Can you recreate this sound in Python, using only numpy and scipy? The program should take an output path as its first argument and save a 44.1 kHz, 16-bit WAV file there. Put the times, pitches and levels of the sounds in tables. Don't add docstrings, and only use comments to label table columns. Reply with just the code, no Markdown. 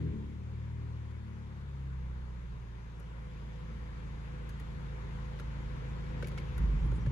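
import sys
import numpy as np
from scipy import signal
from scipy.fft import rfft, irfft
from scipy.io import wavfile
from scipy.ndimage import uniform_filter1d

SR = 44100
rng = np.random.default_rng(int(sys.argv[2]) if len(sys.argv) > 2 else 0)


def wav_record(signal):
    frames = np.transpose(np.atleast_2d(signal))
    bounded = np.clip(frames, -1, 1)
    quanta = np.round(bounded * 32767).astype(np.int16)
    wavfile.write(sys.argv[1], SR, quanta)


def level_to_linear(level):
    exponent = np.asarray(level, float) / 20
    return 10 ** exponent


N = 313595
IDLE_HZ = 27.73

# (frequency [Hz], left minus right [dB])
TILT = [(30, -3), (60, -2), (86, 6.5), (120, -1.5), (180, 7.5), (250, 0), (510, -1.5), (730, 2.5),
        (1200, 6.5), (2130, 4), (4000, 3), (8000, 1.5)]
# (frequency [Hz], left lead [rad])
LEAD = [(45, 0.065), (62, 0.21), (110, 0.61), (140, 0.28), (220, 1.27), (400, 1.45)]
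# (time [s], level [dB])
HISS = [
    (0.0, -59.5),
    (0.32, -61.5),
    (2.81, -60.5),
    (3.46, -58),
    (6.54, -53),
    (7.11, -55),
]


def evened(x):
    return x / np.sqrt(np.mean(x ** 2) + 1e-20)


def read(points, hz):
    f, value = np.transpose(points)
    return np.interp(np.log(hz + 1), np.log(f + 1), value)


def follow(rows):
    s, *columns = np.transpose(rows)
    return [uniform_filter1d(np.interp(np.arange(N) / SR, s, c), size=900) for c in columns]


def wander(hz):
    knots = int(N / SR * hz) + 2
    smooth = signal.resample(rng.standard_normal(knots), 16 * knots)
    return np.interp(np.linspace(0, len(smooth) - 1, N), np.arange(len(smooth)), evened(smooth))


def bell(x, centre, width):
    return np.exp(-((x - centre) / width) ** 2)


def resonate(x, hz, width_hz):
    ring = signal.iirpeak(np.clip(hz, 20, SR / 2.2), hz / width_hz, SR)
    return signal.lfilter(*ring, signal.lfilter(*ring, x))


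def tone(phase, hz, db):
    side = np.array([[.5], [-.5]])
    level = np.sqrt(2) * level_to_linear(db + side * read(TILT, hz))
    return level * np.cos(phase + side * read(LEAD, hz))


def cabin(hz):
    # (centre [Hz], width [Hz], gain [dB])
    booms = [(26.4, 1.8, -15), (32, 2.2, 5), (64.67, 4.8, 8.5), (77.5, 3.4, 5.5), (94.6, 8.7, -16.5),
             (115.8, 2.8, 3.5), (132.3, 10.9, 11), (149.4, 2.4, -6), (159.9, 6.7, 12), (184, 6.5, 7.5),
             (217.6, 6, 13), (231.7, 6.4, -18), (278, 15, 11.5)]
    return sum(db * bell(hz, f, width) for f, width, db in booms)


def controls():
    # (time [s], firing rate [Hz])
    speed = [(0, 39.12), (.07, 38.99), (.14, 36), (.24, 34.64), (.45, 37.13), (.66, 38.2), (.96, 37.88),
             (1.3, 36.43), (1.64, 34.34), (2.15, 30.81), (2.83, 28.13), (3.34, 27.43), (3.95, 27.72),
             (4.4, 27.07), (4.95, 27.37), (5.3, 27.03), (7.11, 27.4)]
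    # (time [s], speed change [Hz], load [0-1], roughness [0-1])
    shudder = [
        (6.565, 0.5, 0, 0),
        (6.6, -0.5, 0.71, .1),
        (6.65, -1.2, 0.85, 0.03),
        (6.75, -3.6, 0.8, 0.3),
        (6.8, -3, 0.42, 0.66),
        (6.85, 0.14, 0.72, 0.9),
        (6.93, 0, 0.68, 0.9),
        (7.0, 1.1, 0.28, 1.1),
        (7.11, 0.2, 0.49, 0.96),
    ]
    blip_lead_s, blip_rise_s, quiet_db = 0.032, 0.12, -60.5
    drag_hz, load, rough = follow(shudder)
    u = (np.arange(N) / SR + blip_lead_s) / blip_rise_s
    blip = u * np.exp(1 - u)
    gain_db = follow(HISS)[0] - quiet_db
    return follow(speed)[0] + drag_hz, blip, load, rough, gain_db


def hiss():
    # (frequency [Hz], level [dB per Hz])
    fan_colour = [(200, -3), (260, -15), (400, -9.5), (510, -9.5), (630, -14.5), (790, -14), (1000, -11),
                  (1200, -14), (2100, -16.5), (2600, -22.5), (3650, -24.5), (4000, -29.5), (5400, -36.5),
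                  (7000, -40)]
    # (frequency [Hz], level [dB per Hz])
    air_colour = [(3500, -34.5), (5000, -33.5), (5500, -36.5), (6600, -33.5), (7400, -38.5), (8600, -43.5),
                  (10200, -43), (11700, -44), (12700, -50.5), (13500, -68), (14200, -51), (15500, -50),
                  (15800, -65)]
    # (frequency [Hz], likeness [-1 to 1])
    likeness = [(200, 1), (340, 0.84), (520, 0.69), (690, 0.54), (1000, 0.65), (1550, 0.25), (1900, 0.41),
                (2400, 0.41), (4000, 0.19), (8000, -0.03), (12000, 0.95)]
    # (frequency [Hz], left lead [rad])
    port_lead = [(170, -1.5), (340, 1.1262), (520, 1.14), (690, 4), (860, 1.5), (1030, 1.5), (1200, 2.5),
                 (1900, 3), (2600, -0.5), (4300, -4), (12000, 2)]
    frames, hz = N // 256 + 5, np.fft.rfftfreq(1024, 1 / SR)
    a, b, c, d, patches = rng.standard_normal((frames, 513, 5)).T
    patches = evened(uniform_filter1d(uniform_filter1d(patches, 16, 0), 10, 1))
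    flicker = evened(uniform_filter1d(rng.standard_normal(frames), 4))
    level_db = np.interp(np.arange(frames) * 256 / SR, *np.transpose(HISS))
    fan_db = (read(fan_colour, hz) - 40 * (hz < 190) - 60 * (hz > 7500))[:, None] + level_db
    air_db = (read(air_colour, hz) - 60 * (hz < 3400))[:, None] - 60 + 0.66 * (level_db + 60.5)
    same = np.clip(read(likeness, hz), -1, 1)[:, None]
    left = a + 1j * b
    shared = same * left * np.exp(-1j * read(port_lead, hz))[:, None]
    z = np.array([left, shared + np.sqrt(1 - same ** 2) * (c + 1j * d)])
    z *= level_to_linear(np.array([.5, -.5])[:, None, None] * read(TILT, hz)[:, None])
    z *= np.hypot(level_to_linear(fan_db), level_to_linear(air_db)) * level_to_linear(1.0 * patches + 0.11 * flicker)
    x = signal.istft(z, nperseg=1024, noverlap=768)[1][:, :N]
    return level_to_linear(-54.5) * evened(x)


def whine():
    on_s, rise_s, pump_hz, lag_hz, pump_db = 2.4, 0.8992, 499.7, 10, -68
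    falter_s, falter_width_s, falter_db, load_db = 4.58, 0.059, -18, -13
    _, _, load, _, gain_db = controls()
    t = np.arange(N) / SR
    running = np.clip((t - on_s) / rise_s, 0, 1)
    hz = pump_hz - lag_hz * (1 - running)
    db = pump_db + gain_db + falter_db * bell(t, falter_s, falter_width_s) + load_db * load
    phase = 2 * np.pi * np.cumsum(hz + 1.53 * wander(9.3)) / SR
    return running * tone(phase, hz, db + 2.0 * wander(7.1))


def handling():
    # (time [s], peak [dB], frequency [Hz], t60 [s])
    thuds = [
        (3.93, -46, 110, .15),
        (4.49, -42, 85, .15),
        (4.74, -45, 85, .15),
        (5.02, -41, 95, .15),
        (6.19, -41, 100, .15),
        (6.592, -31, 157, .9),
        (7.069, -21, 130, .16),
    ]
    # (time [s], length [s], frequency [Hz], level [dB])
    squeaks = [
        (6.777, 0.06, 7396, -79),
        (6.79, 0.067, 5900, -80),
        (6.828, 0.06, 10100, -77),
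        (6.913, 0.093, 9503, -76.5),
        (6.948, .03, 7300, -73),
        (6.992, 0.0537, 5770, -73),
        (6.621, 0.52, 1030, -61.5),
    ]
    out, t = np.zeros(N + 24000), np.arange(24000) / SR
    for s, db, hz, t60_s in thuds:
        ring = level_to_linear(db - 60 * t / t60_s) * np.sin(2 * np.pi * hz * t)
        out[round(s * SR):][:len(t)] += ring * np.minimum(t / 0.0054, 1)
    for s, length_s, hz, db in squeaks:
        rub = evened(resonate(rng.standard_normal(len(t)), hz, 350 + 0.11 * hz))
        rub *= np.sin(np.pi * np.clip(t / length_s, 0, 1))
        out[round(s * SR):][:len(t)] += level_to_linear(db) * rub
    return out[:N]


def keys():
    # (time [s], tick [dB], knock [dB], clack [dB], clack frequency [Hz])
    strokes = [(1.109, -80, -60, -59, 1500), (2.9965, -61, -56, -61, 1398), (4.4912, -54, -70, -53.5, 1680),
               (4.5974, -58, -67.5, -51.5, 1910), (5.388, -68, -53, -50.5, 1980),
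               (5.3961, -58, -47, -43, 1373), (6.2235, -59, -39, -40, 1513),
               (6.2424, -69, -48, -44.5, 2280), (6.2704, -50, -54, -51, 2529),
               (6.2823, -54, -54, -49.5, 2262), (6.3146, -67, -49, -49, 1290),
               (6.3751, -59, -56, -42, 1390), (6.3812, -62.5, -55, -42, 2203), (6.399, -66, -55, -62, 2025),
               (6.5783, -51.5, -54, -46.5, 1422), (6.9163, -65, -45, -51, 1400),
               (7.0605, -69.5, -43.5, -47, 1710)]
    # (frequency [Hz], width [Hz], level [dB])
    tick_modes = [(4400, 700, 2), (6989, 1080, 3.5), (8300, 1500, -1), (10100, 3150, -2), (11750, 1700, -3),
                  (15200, 1800, -9)]
    t60_s, snap_db, snap_t60_s = 0.047, 3, .01
    out, t = np.zeros((2, N + 6000)), np.arange(6000) / SR
    for s, tick_db, knock_db, clack_db, clack_hz in strokes:
        burst = rng.standard_normal((2, len(t)))
        fade = level_to_linear(-60 * t / t60_s) * np.minimum(t / 0.0016, 1)
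        bands = [level_to_linear(db) * resonate(burst[0], f, w) for f, w, db in tick_modes]
        tick = evened(sum((-1) ** k * band for k, band in enumerate(bands)))
        snap = evened(resonate(burst[1], 11500, 12000))
        tick = tick + level_to_linear(snap_db - 60 * t / snap_t60_s) * snap
        tick = np.array([np.roll(tick, shift=8), tick])
        modes = np.sin(2 * np.pi * clack_hz * t) + 0.17 * np.sin(2 * np.pi * 2.5 * clack_hz * t)
        clack = 1.4 * modes * np.sqrt(fade) + 0.8 * evened(resonate(burst, 0.92 * clack_hz, 2840))
        clack = clack * level_to_linear([[1.5], [-1.5]]) * np.minimum(t / .003, 1)
        knock = sum(a * np.sin(2 * np.pi * f * t) for f, a in [(560, 1), (460, 1.27), (370, 1.06)])
        knock *= np.clip(t / 0.0058, 0, 1) ** 2
        here = out[:, round(s * SR):][:, :len(t)]
        here += (level_to_linear(tick_db - 1) * tick + level_to_linear(clack_db + 0.2) * clack) * fade
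        here += level_to_linear(knock_db + 4.5) * knock * fade ** 0.82
    return out[:, :N]


def rasp(crank, blip, load):
    rasp_hz, width_hz, blip_db, load_db = 269, 260, -54.5, -52
    noise = rng.standard_normal(N) + .5 * rng.standard_normal((2, N))
    puffs = (1 + .6 * np.cos(crank)) * noise
    puffs = resonate(resonate(puffs, rasp_hz, width_hz), rasp_hz, width_hz)
    return evened(puffs) * (level_to_linear(blip_db) * blip + level_to_linear(load_db) * load)


def body_shake(turns, db):
    # (frequency [Hz], level [dB per Hz])
    shake_colour = [(15, -42), (30, -14.5), (42, -6), (59, -2.5), (91, -11), (161, -12), (184, -11.5),
                    (218, -11.5), (253, -27.5), (317, -24), (600, -43.5), (780, -75.5), (1320, -120)]
    kicks = np.diff(np.floor(2 * turns), prepend=0) * rng.standard_normal((2, N))
    kicks = evened(kicks[0] + 0.073 * kicks[1] * np.array([[1], [-1]]))
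    kicks = kicks + 0.26 * rng.standard_normal((2, N))
    f = np.fft.rfftfreq(8192, 1 / SR)
    log_gain = irfft((read(shake_colour, f) - 40 * (f < 18)) * np.log(10) / 20)
    log_gain[1:4096] *= 2
    log_gain[4097:] = 0
    body = irfft(np.exp(rfft(log_gain)))
    return evened(signal.fftconvolve(kicks, body[None], axes=1)[:, :N]) * level_to_linear(db)


def firing_orders(crank, hz, base_db, scatter, slip, spread):
    first_db, slip_rad, third_loss_db = -58, .96, -15
    out = tone(crank, hz, first_db + base_db[0])
    for k, db in enumerate(base_db[1:], 2):
        phase = k * (crank + spread * k + scatter * wander(20))
        if k == 3:
            phase = phase + slip_rad * slip
            db = db + third_loss_db * slip
        out += tone(phase, k * hz, db + 0.2 * k * wander(10))
    return out


def exhaust_bite(crank, hz, bite_db, scatter, spread):
    # (frequency [Hz], gain [dB])
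    muffler = [(150, 1), (170, 0), (190, -5.5), (218, -5.5), (240, -13), (268, -13), (300, -17), (330, -15),
               (400, -15), (450, -23), (600, -35)]
    cabin_share = 0.27
    out = np.zeros((2, N))
    for k in range(6, 16):
        db = bite_db + read(muffler, k * hz) + cabin_share * cabin(k * hz) + 2.4 * wander(8)
        out += tone(k * (crank + spread * k + k / 4 * scatter * wander(20)), k * hz, db)
    return out


def half_orders(crank, hz, load, gain_db):
    load_db, cabin_share = 12, 0.45
    out = np.zeros((2, N))
    for k, db in [(1.5, -63.5), (2.5, -64.5), (3.5, -70), (4.5, -66.5), (5.5, -68)]:
        db = db + gain_db + load_db * load + cabin_share * cabin(k * hz) + 4.8 * wander(5.8)
        out += tone(k * crank, k * hz, db)
    return out


def engine():
    # (rest level [dB], added by blip, by load, by roughness, by settling [dB])
    firing = [
        (-47, 3.5, 14.5, 0, -0.5),
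        (-46, 2.5, -1.5, 3, 7.5),
        (-56, 6.5, 0, 6.5, -0.5),
        (-62.5, 7, -3.5, 0, 3),
    ]
    settle_s, settle_length_s = 3.25, 4.1
    spread_rad, spread_rad_per_hz, slip_hz = -1.16, .038, 34
    hz, blip, load, rough, gain_db = controls()
    settled = np.clip((np.arange(N) / SR - settle_s) / settle_length_s, 0, 1)
    turns = np.cumsum(hz * (1 + .004 * wander(12))) / SR
    crank = 2 * np.pi * turns
    scatter = .022 + .04 * blip + .1 * rough
    spread = spread_rad + spread_rad_per_hz * (hz - IDLE_HZ)
    slip = np.clip((slip_hz - hz) / (slip_hz - IDLE_HZ), 0, 1)
    base_db = [gain_db + cabin(hz)]
    for k, (db, *adds) in enumerate(firing, 2):
        base_db.append(db + gain_db + np.dot(adds, [blip, load, rough, settled]) + cabin(k * hz))
    bite_db = -61 + gain_db + 0.7 * (hz - IDLE_HZ) + 13 * blip + 10 * load
    shake_db = -60.5 + gain_db + 16 * blip + 7 * load + 6 * rough + 2.5 * settled
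    out = firing_orders(crank, hz, base_db, scatter, slip, spread)
    out += exhaust_bite(crank, hz, bite_db, scatter, spread_rad)
    out += half_orders(crank, hz, load, gain_db)
    out += rasp(crank, blip, load)
    return out + body_shake(turns, shake_db)


def scene():
    return hiss() + whine() + handling() + keys() + engine()


def top_cut(x):
    return signal.sosfilt(signal.butter(12, 15750, fs=SR, output="sos"), x)


def record(dry):
    bass_cut = signal.butter(2, 24, "high", fs=SR, output="sos")
    heard = signal.sosfilt(bass_cut, dry * np.minimum(np.arange(N) / 200, 1))
    return top_cut(heard)


dry = scene()
out = record(dry)
wav_record(out)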